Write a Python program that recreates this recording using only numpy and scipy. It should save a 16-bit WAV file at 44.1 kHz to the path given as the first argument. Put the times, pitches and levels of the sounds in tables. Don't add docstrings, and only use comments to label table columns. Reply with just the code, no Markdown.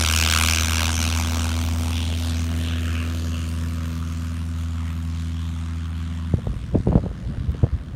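import sys
import numpy as np
from scipy import signal
from scipy.fft import rfft, irfft, next_fast_len
from scipy.io import wavfile
from scipy.ndimage import uniform_filter1d, map_coordinates

SR = 44100
rng = np.random.default_rng(int(sys.argv[2]) if len(sys.argv) > 2 else 0)


def dump(signal):
    limited = np.clip(np.atleast_2d(signal).T, -1, 1)
    pcm = np.round(limited * 32767).astype(np.int16)
    wavfile.write(sys.argv[1], SR, pcm)


N = 350770
TOP_HZ = 15850

# time_s, level_db
HISS_LEVEL = [(0, -22.5), (.33, -21), (1.2, -29.5), (1.5, -32), (1.75, -35.5), (2, -35.5), (2.35, -37.5),
              (2.9, -39), (3.3, -40), (4.5, -45.5), (6.1, -46.5), (7, -51), (7.5, -49), (7.95, -53)]


def amp(db):
    return 10 ** (np.asarray(db) / 20)


def unit(x):
    return x / np.sqrt(np.mean(x ** 2) + 1e-20)


def curves(rows):
    time_s, *columns = np.transpose(rows)
    t = np.arange(N) / SR
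    return [np.interp(t, time_s, column) for column in columns]


def wobble(rate):
    knots = rng.standard_normal(int(N * rate / SR) + 4)
    fine = np.arange(0, len(knots) - 1, 1 / 8)
    smooth = map_coordinates(knots, [fine])
    return np.interp(np.arange(N) * rate / SR, fine, smooth)


def coloured(x, points):
    m = next_fast_len(N + 8192)
    hz = np.fft.rfftfreq(m, 1 / SR)
    point_hz, point_db = np.transpose(points)
    gain_db = np.interp(np.log(hz + 1), np.log(point_hz + 1), point_db)
    return unit(irfft(rfft(x, m) * amp(gain_db), m)[:N])


def air(level_db):
    # freq_hz, gain_db
    air_colour = [(300, -30), (1000, -4), (4000, 0), (12000, -4), (16000, -10), (16500, -30)]
    return amp(level_db) * coloured(rng.standard_normal(N), air_colour)


def tick():
    # start_s, starting level_db
    start_s, level_db = (7.517, -43)
    t60_s = .0072
    out, t = np.zeros(N), np.arange(SR // 50) / SR
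    burst = amp(level_db - 60 * t / t60_s) * rng.standard_normal(len(t))
    out[round(start_s * SR):][:len(t)] = burst
    return out


def wind():
    # crest_s, rumble_db, flutter_db against the rumble, fall_db_per_s
    gust_list = [(6.36, -19.5, -31, 300), (6.39, -25.5, -19, 300), (6.475, -24, -24, 61),
                 (6.659, -22.5, -38, 150), (6.749, -13, -11, 300), (6.888, -11, -11.5, 250),
                 (6.925, -14.5, -12.5, 300), (6.968, -15.5, -3.5, 351), (7.05, -22, -12, 222),
                 (7.25, -27, -18, 21), (7.4, -24, -25, 49), (7.485, -20.5, -25, 250),
                 (7.55, -24.5, -21, 200), (7.64, -12, -6.5, 602), (7.73, -27, -38, 150),
                 (7.95, -20, -25, 105)]
    # freq_hz, gain_db
    rumble_colour = [(12, -45), (30, -23), (52, 8.5), (130, 0), (220, -7.5), (330, -21.5), (500, -40),
                     (900, -90)]
    # freq_hz, gain_db
    flutter_colour = [(150, -49), (300, 0), (500, 2), (900, -15.5), (1500, -32), (3000, -40), (6000, -100)]
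    from_s, fade_in_s = 6.33, .014
    lull_db, lull_flutter_db = -32, -24.5
    rise_ratio, flutter_fall_ratio = 1.83, 1.85

    t = np.arange(N) / SR
    low, high = amp(lull_db), amp(lull_db + lull_flutter_db)
    for crest_s, rumble_db, flutter_db, fall in gust_list:
        off_db = fall * np.maximum(t - crest_s, rise_ratio * (crest_s - t))
        low = np.maximum(low, amp(rumble_db - off_db))
        high = np.maximum(high, amp(rumble_db + flutter_db - flutter_fall_ratio * off_db))
    rumble = coloured(amp(2.2 * wobble(30)) * rng.standard_normal(N), rumble_colour)
    flutter = coloured(amp(4 * wobble(80)) * rng.standard_normal(N), flutter_colour)
    fade_in = np.clip((t - from_s) / fade_in_s, 0, 1)
    return fade_in * (low * rumble + high * flutter)


def cracks():
    # start_s, starting level_db
    crack_list = [(6.471, -33), (6.873, -29), (6.9565, -24), (6.978, -32)]
    cutoff_hz, t60_s = 1700, .007
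    out, t = np.zeros(N + SR), np.arange(SR // 50) / SR
    for start_s, level_db in crack_list:
        burst = amp(level_db - 60 * t / t60_s) * rng.standard_normal(len(t))
        out[round(start_s * SR):][:len(t)] += burst
    dull = signal.lfilter(*signal.butter(3, cutoff_hz, fs=SR), out[:N])
    return dull * np.sqrt(SR / 2 / cutoff_hz)


def pops():
    # start_s, level_db, extra starting pitch_hz above the resting pitch, swell_s to the crest,
    # snap_db gain against the swing, direction of the first swing (-1 suck, 1 push)
    pop_list = [(6.3375, -7, 294, .0052, -13, -1), (6.4695, -20, 400, .0057, -7, 1),
                (6.534, -23, 300, .005, -14, 1), (6.56, -19, 200, .006, -22, 1),
                (6.752, -7, 800, .0052, -42, -1), (6.801, -14, 290, .0035, -26, -1),
                (6.8712, -8, 375, .0045, -10, 1), (6.9185, -20, 607, .003, -9, -1),
                (6.927, -16, 520, .0045, -6, 1), (6.9535, -1.5, 487, .0044, -18, -1),
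                (6.977, -18, 540, .004, -7.5, -1), (7.037, -19, 493, .0035, -20, -1),
                (7.061, -16, 420, .006, -12, 1), (7.113, -27, 400, .004, -10, 1),
                (7.378, -15.5, 190, .006, -28, 1), (7.546, -22, 300, .005, -12, 1),
                (7.63, -6.5, 342, .0072, -21, -1), (7.666, -29, 500, .0035, -6, -1),
                (7.724, -18.5, 320, .012, -30, 1)]
    rest_hz, slowing_s = 45, .0017
    out, t = np.zeros(N + SR), np.arange(SR // 10) / SR
    for start_s, level_db, extra_hz, swell_s, snap_db, direction in pop_list:
        pitch_hz = rest_hz + extra_hz / (1 + t / slowing_s)
        swing_envelope = (t / swell_s * np.exp(1 - t / swell_s)) ** 2
        swing = swing_envelope * np.sin(2 * np.pi * np.cumsum(pitch_hz) / SR)
        snap_envelope = (t / .0015 * np.exp(1 - t / .002)) ** 2
        snap = snap_envelope * np.sin(2 * np.pi * np.cumsum(2.4 * pitch_hz) / SR)
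        out[round(start_s * SR):][:len(t)] += direction * amp(level_db) * (swing + amp(snap_db) * snap)
    return out[:N]


def roar(angle):
    # time_s, level_db
    roar_level = [(0, -35), (1, -36.5), (3, -38), (4, -41), (6.3, -43), (6.5, -45), (7.95, -40.5)]
    # freq_hz, gain_db
    roar_colour = [(15, -42), (35, -9), (60, -0.5), (150, 0), (220, -2), (270, -5), (330, -13), (450, -24),
                   (700, -18.5), (1500, -78)]
    throb = (1 + .15 * np.cos(angle - 2.3)) * amp(.57 * wobble(20))
    noise = coloured(throb * rng.standard_normal(N), roar_colour)
    return amp(curves(roar_level)[0]) * noise


def patchy(x, low_db, high_db, airy_db):
    # centre_s, half_length_s, centre_hz, slide_hz_per_s, lift_db,
    # width (natural log of the frequency ratio)
    swell_list = [(2, 0.11, 3300, 0, 7.5, 0.34), (2.21, .12, 3500, 0, 5, 0.29),
                  (2.3, .06, 4500, 0, 7.5, 0.13), (1.46, .12, 3700, 0, 3, 0.34),
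                  (0.91, 0.23, 6000, 0, 2, 0.075), (2.714, 0.19, 3170, -1500, 10, 0.3),
                  (3.01, 0.083, 2550, -500, 9, 0.17), (2.96, .17, 1200, -1500, 6, 0.22),
                  (3.396, 0.14, 2930, -500, 9.5, 0.13), (3.3, 0.14, 4500, 0, 4.5, 0.097),
                  (3.3, 0.11, 6600, 0, 6, .12), (3.55, 0.085, 900, 0, 3, .2), (4.1, 0.25, 1250, 0, 3, .2),
                  (5.2, .06, 5500, 0, 4, 0.33), (4.75, 0.13, 3350, 0, 4.5, .1),
                  (4.85, 0.092, 1200, 0, 5.5, 0.18), (4.86, 0.071, 2000, 0, 9, .1),
                  (5.36, .2, 3250, 1194, 6, 0.11), (5.8, 0.21, 1300, 0, 4, 0.16), (7.7, .1, 3500, 0, 3, .1),
                  (6.1, 0.25, 3140, 800, 4.5, .13), (5.5, 0.13, 1000, 0, 3, .15),
                  (2.15, 0.23, 1300, 0, -5, 0.38), (3.27, 0.11, 1800, 0, -5, 0.45)]
    hz, s, spectrum = signal.stft(x, SR, nperseg=256)
    hz = hz[:, None]

    def random_field(bins, frames):
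        field = uniform_filter1d(rng.standard_normal(spectrum.shape), size=bins, axis=0)
        return unit(uniform_filter1d(field, size=frames, axis=1))

    depth_db = np.linspace(low_db, high_db, len(spectrum))[:, None]
    gain_db = depth_db * random_field(4, 30)
    gain_db = gain_db + airy_db * hz / TOP_HZ * random_field(24, 24)
    for centre_s, half_s, centre_hz, slide, lift_db, width in swell_list:
        path_hz = np.maximum(centre_hz + slide * (s - centre_s), 100)
        band = np.exp(-(np.log((hz + 1) / path_hz) / width) ** 2)
        gain_db = gain_db + lift_db * band * np.exp(-((s - centre_s) / half_s) ** 2)
    return signal.istft(spectrum * amp(gain_db), nperseg=256)[1][:N]


def rasp(angle):
    stages = [.5, 2, 2.9, 3.7, 5.4, 7.2]
    # freq_hz, gain_db
    close = [(210, -20), (360, -11.5), (488, -28), (512, -14), (1400, -2.5), (1620, -1.5), (1780, -15),
             (2300, 0), (4810, -7), (5740, -3), (13200, -20), (15500, -24.5), (16500, -49)]
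    leaving = [(210, -9), (360, -1.5), (641, 1), (987, 2.5), (1450, 0.5), (1730, -5.5), (2750, -1),
               (3670, -4), (4810, -8.5), (5740, -3.5), (13200, -16.5), (15700, -22), (16500, -46.5)]
    early_middle = [(210, -37), (360, 2), (651, 2), (841, -11), (1160, -2.5), (1700, 3), (2000, -3.5),
                    (2620, -1.5), (4970, -10), (6420, -5.5), (14800, -22), (15700, -31), (16500, -51)]
    downfield = [(210, -39), (360, -5.5), (564, 4), (789, -26), (956, -1.5), (1250, 5), (2060, -5.5),
                 (2790, -3), (3850, -7.5), (6730, -8.5), (13800, -20.5), (15700, -27), (16500, -48)]
    far = [(210, -50), (360, -58), (396, -22), (450, -9), (651, -4.5), (1100, 4), (1760, -1.5), (3550, -3),
           (4890, -10.5), (6840, -6.5), (14100, -24), (15700, -34), (16500, -56)]
    distant = [(530, -19), (900, -8.5), (1110, -4), (1740, -6.5), (2530, -15), (2970, -11), (10000, -28),
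               (14400, -56), (16500, -65)]
    burst_lag = 2.53
    sharp_full, sharp_lost_per_db, sharp_least = 2, .05, .95
    echo_db, echo_grows, echo_top_db = -24.5, .66, -8.5
    echo_hz = 9500

    level_db, = curves(HISS_LEVEL)
    lost_db = level_db.max() - level_db
    steady_db = np.minimum(echo_db + echo_grows * lost_db, echo_top_db)
    sharp = np.maximum(sharp_full - sharp_lost_per_db * lost_db, sharp_least)

    turn = angle - burst_lag
    blade = np.round(turn / (2 * np.pi)).astype(int)
    random_db = .4 * rng.standard_normal(blade.max() + 1)[blade]
    uneven_db = np.minimum(.7 + .04 * lost_db, 1.2) * (-1.) ** blade
    leaning = turn + .2 * np.cos(turn)
    gate = amp(random_db - uneven_db) * np.exp(sharp * (np.cos(leaning) - 1))

    crackle = amp(.7 * wobble(5000)) * rng.standard_normal(N)
    echoes = signal.lfilter(*signal.butter(1, echo_hz, fs=SR), rng.standard_normal(N))
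    bursts = gate * crackle + amp(steady_db) * echoes
    bursts = bursts / np.sqrt(uniform_filter1d(gate ** 2 + amp(2 * steady_db), size=SR // 4))

    shares = curves(np.column_stack([stages, np.eye(len(stages))]))
    colours = close, leaving, early_middle, downfield, far, distant
    hiss = sum(share * coloured(bursts, colour) for share, colour in zip(shares, colours))
    return amp(level_db) * patchy(hiss, low_db=1.1, high_db=2, airy_db=3)


def hum(angle):
    # time_s, first_db, second_db, third_db, fourth_db (harmonics of the blade rate), side_db
    hum_levels = [(0, -22, -60, -37, -49, -47), (1, -23, -62, -35, -48.5, -49.5),
                  (1.6, -23.5, -49, -32.5, -47.5, -47), (2.1, -23.5, -53, -36, -52.5, -47),
                  (2.5, -24, -35.5, -33.5, -51, -47), (2.95, -24, -46, -35, -48.5, -48),
                  (3.3, -26, -40, -36, -48, -44.5), (4, -27, -35, -37, -53.5, -44),
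                  (4.6, -26.5, -39, -39.5, -57, -47.5), (5.1, -26.5, -35, -39, -56.5, -48.5),
                  (5.8, -27.5, -39.5, -41, -57, -48), (6.3, -28, -37.5, -41, -58, -42)]
    # time_s, first_rad, second_rad, third_rad, fourth_rad
    harmonic_lags = [(1.5, 0, .3, -.1, -1.3), (2.6, 0, .7, .95, -1.3)]
    # order, level_db against the side level
    side_orders = [(3 / 4, -4), (5 / 4, -9), (6 / 4, -8.5), (7 / 4, -2), (9 / 4, 0.43), (10 / 4, -15),
                   (11 / 4, -5), (14 / 4, -29), (15 / 4, -24), (17 / 4, -24), (18 / 4, -30),
                   (19 / 4, -24.5)]
    buzz_orders = np.arange(10, 19) / 2
    buzz_db = -31
    gone_s, fade_s = 6.39, .047

    *harmonics, side_db = curves(hum_levels)
    orders = list(zip(range(1, 5), harmonics, curves(harmonic_lags)))
    orders += [(k, side_db + db, rng.uniform(0, 2 * np.pi)) for k, db in side_orders]
    orders += [(k, curves(HISS_LEVEL)[0] + buzz_db, .3 * k) for k in buzz_orders]

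    tones = 0
    for k, level_db, lag in orders:
        flicker_db = .35 * np.sqrt(k) * wobble(12)
        flicker_db = flicker_db + (k % 1 > 0) * 1.8 * wobble(4)
        waver = .022 * k * wobble(10)
        tones = tones + amp(level_db + flicker_db) * np.cos(k * angle - lag + waver)
    fade_out = np.clip((gone_s - np.arange(N) / SR) / fade_s, 0, 1)
    return np.sqrt(2) * tones * fade_out


def scene():
    # time_s, rate_hz
    blade_rate = [(0, 79.43), (.6, 81.08), (1.5, 82.04), (3, 82.2), (3.5, 81.86), (4.3, 82.22), (5, 81.73),
                  (5.5, 82.07), (6.3, 81.56), (6.7, 81.9)]
    start_angle = 2.455
    port_limit = .6
    angle = start_angle + 2 * np.pi * np.cumsum(curves(blade_rate)[0]) / SR
    gusts = wind() + cracks() + pops()
    gusts = gusts / (1 + np.abs(gusts / port_limit) ** 6) ** (1 / 6)
    aircraft = roar(angle) + rasp(angle) + hum(angle)
    return (air(level_db=-70) + tick() + gusts + aircraft)[None]


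def record(dry):
    # freq_hz, gain_db
    mic_colour = [(4000, 0), (5600, -1), (6800, -1), (7700, -2), (9000, 1.5), (9800, 1), (10400, -4),
                  (11000, 0), (12300, 0.5), (13200, 0.5), (14600, 1), (15700, 1)]
    m = next_fast_len(N + 8192)
    hz = np.fft.rfftfreq(m, 1 / SR)
    point_hz, point_db = np.transpose(mic_colour)
    response = amp(np.interp(hz, point_hz, point_db)) * (hz < TOP_HZ)
    return irfft(rfft(dry, m) * response, m)[:, :N]


dry = scene()
out = record(dry)
dump(out)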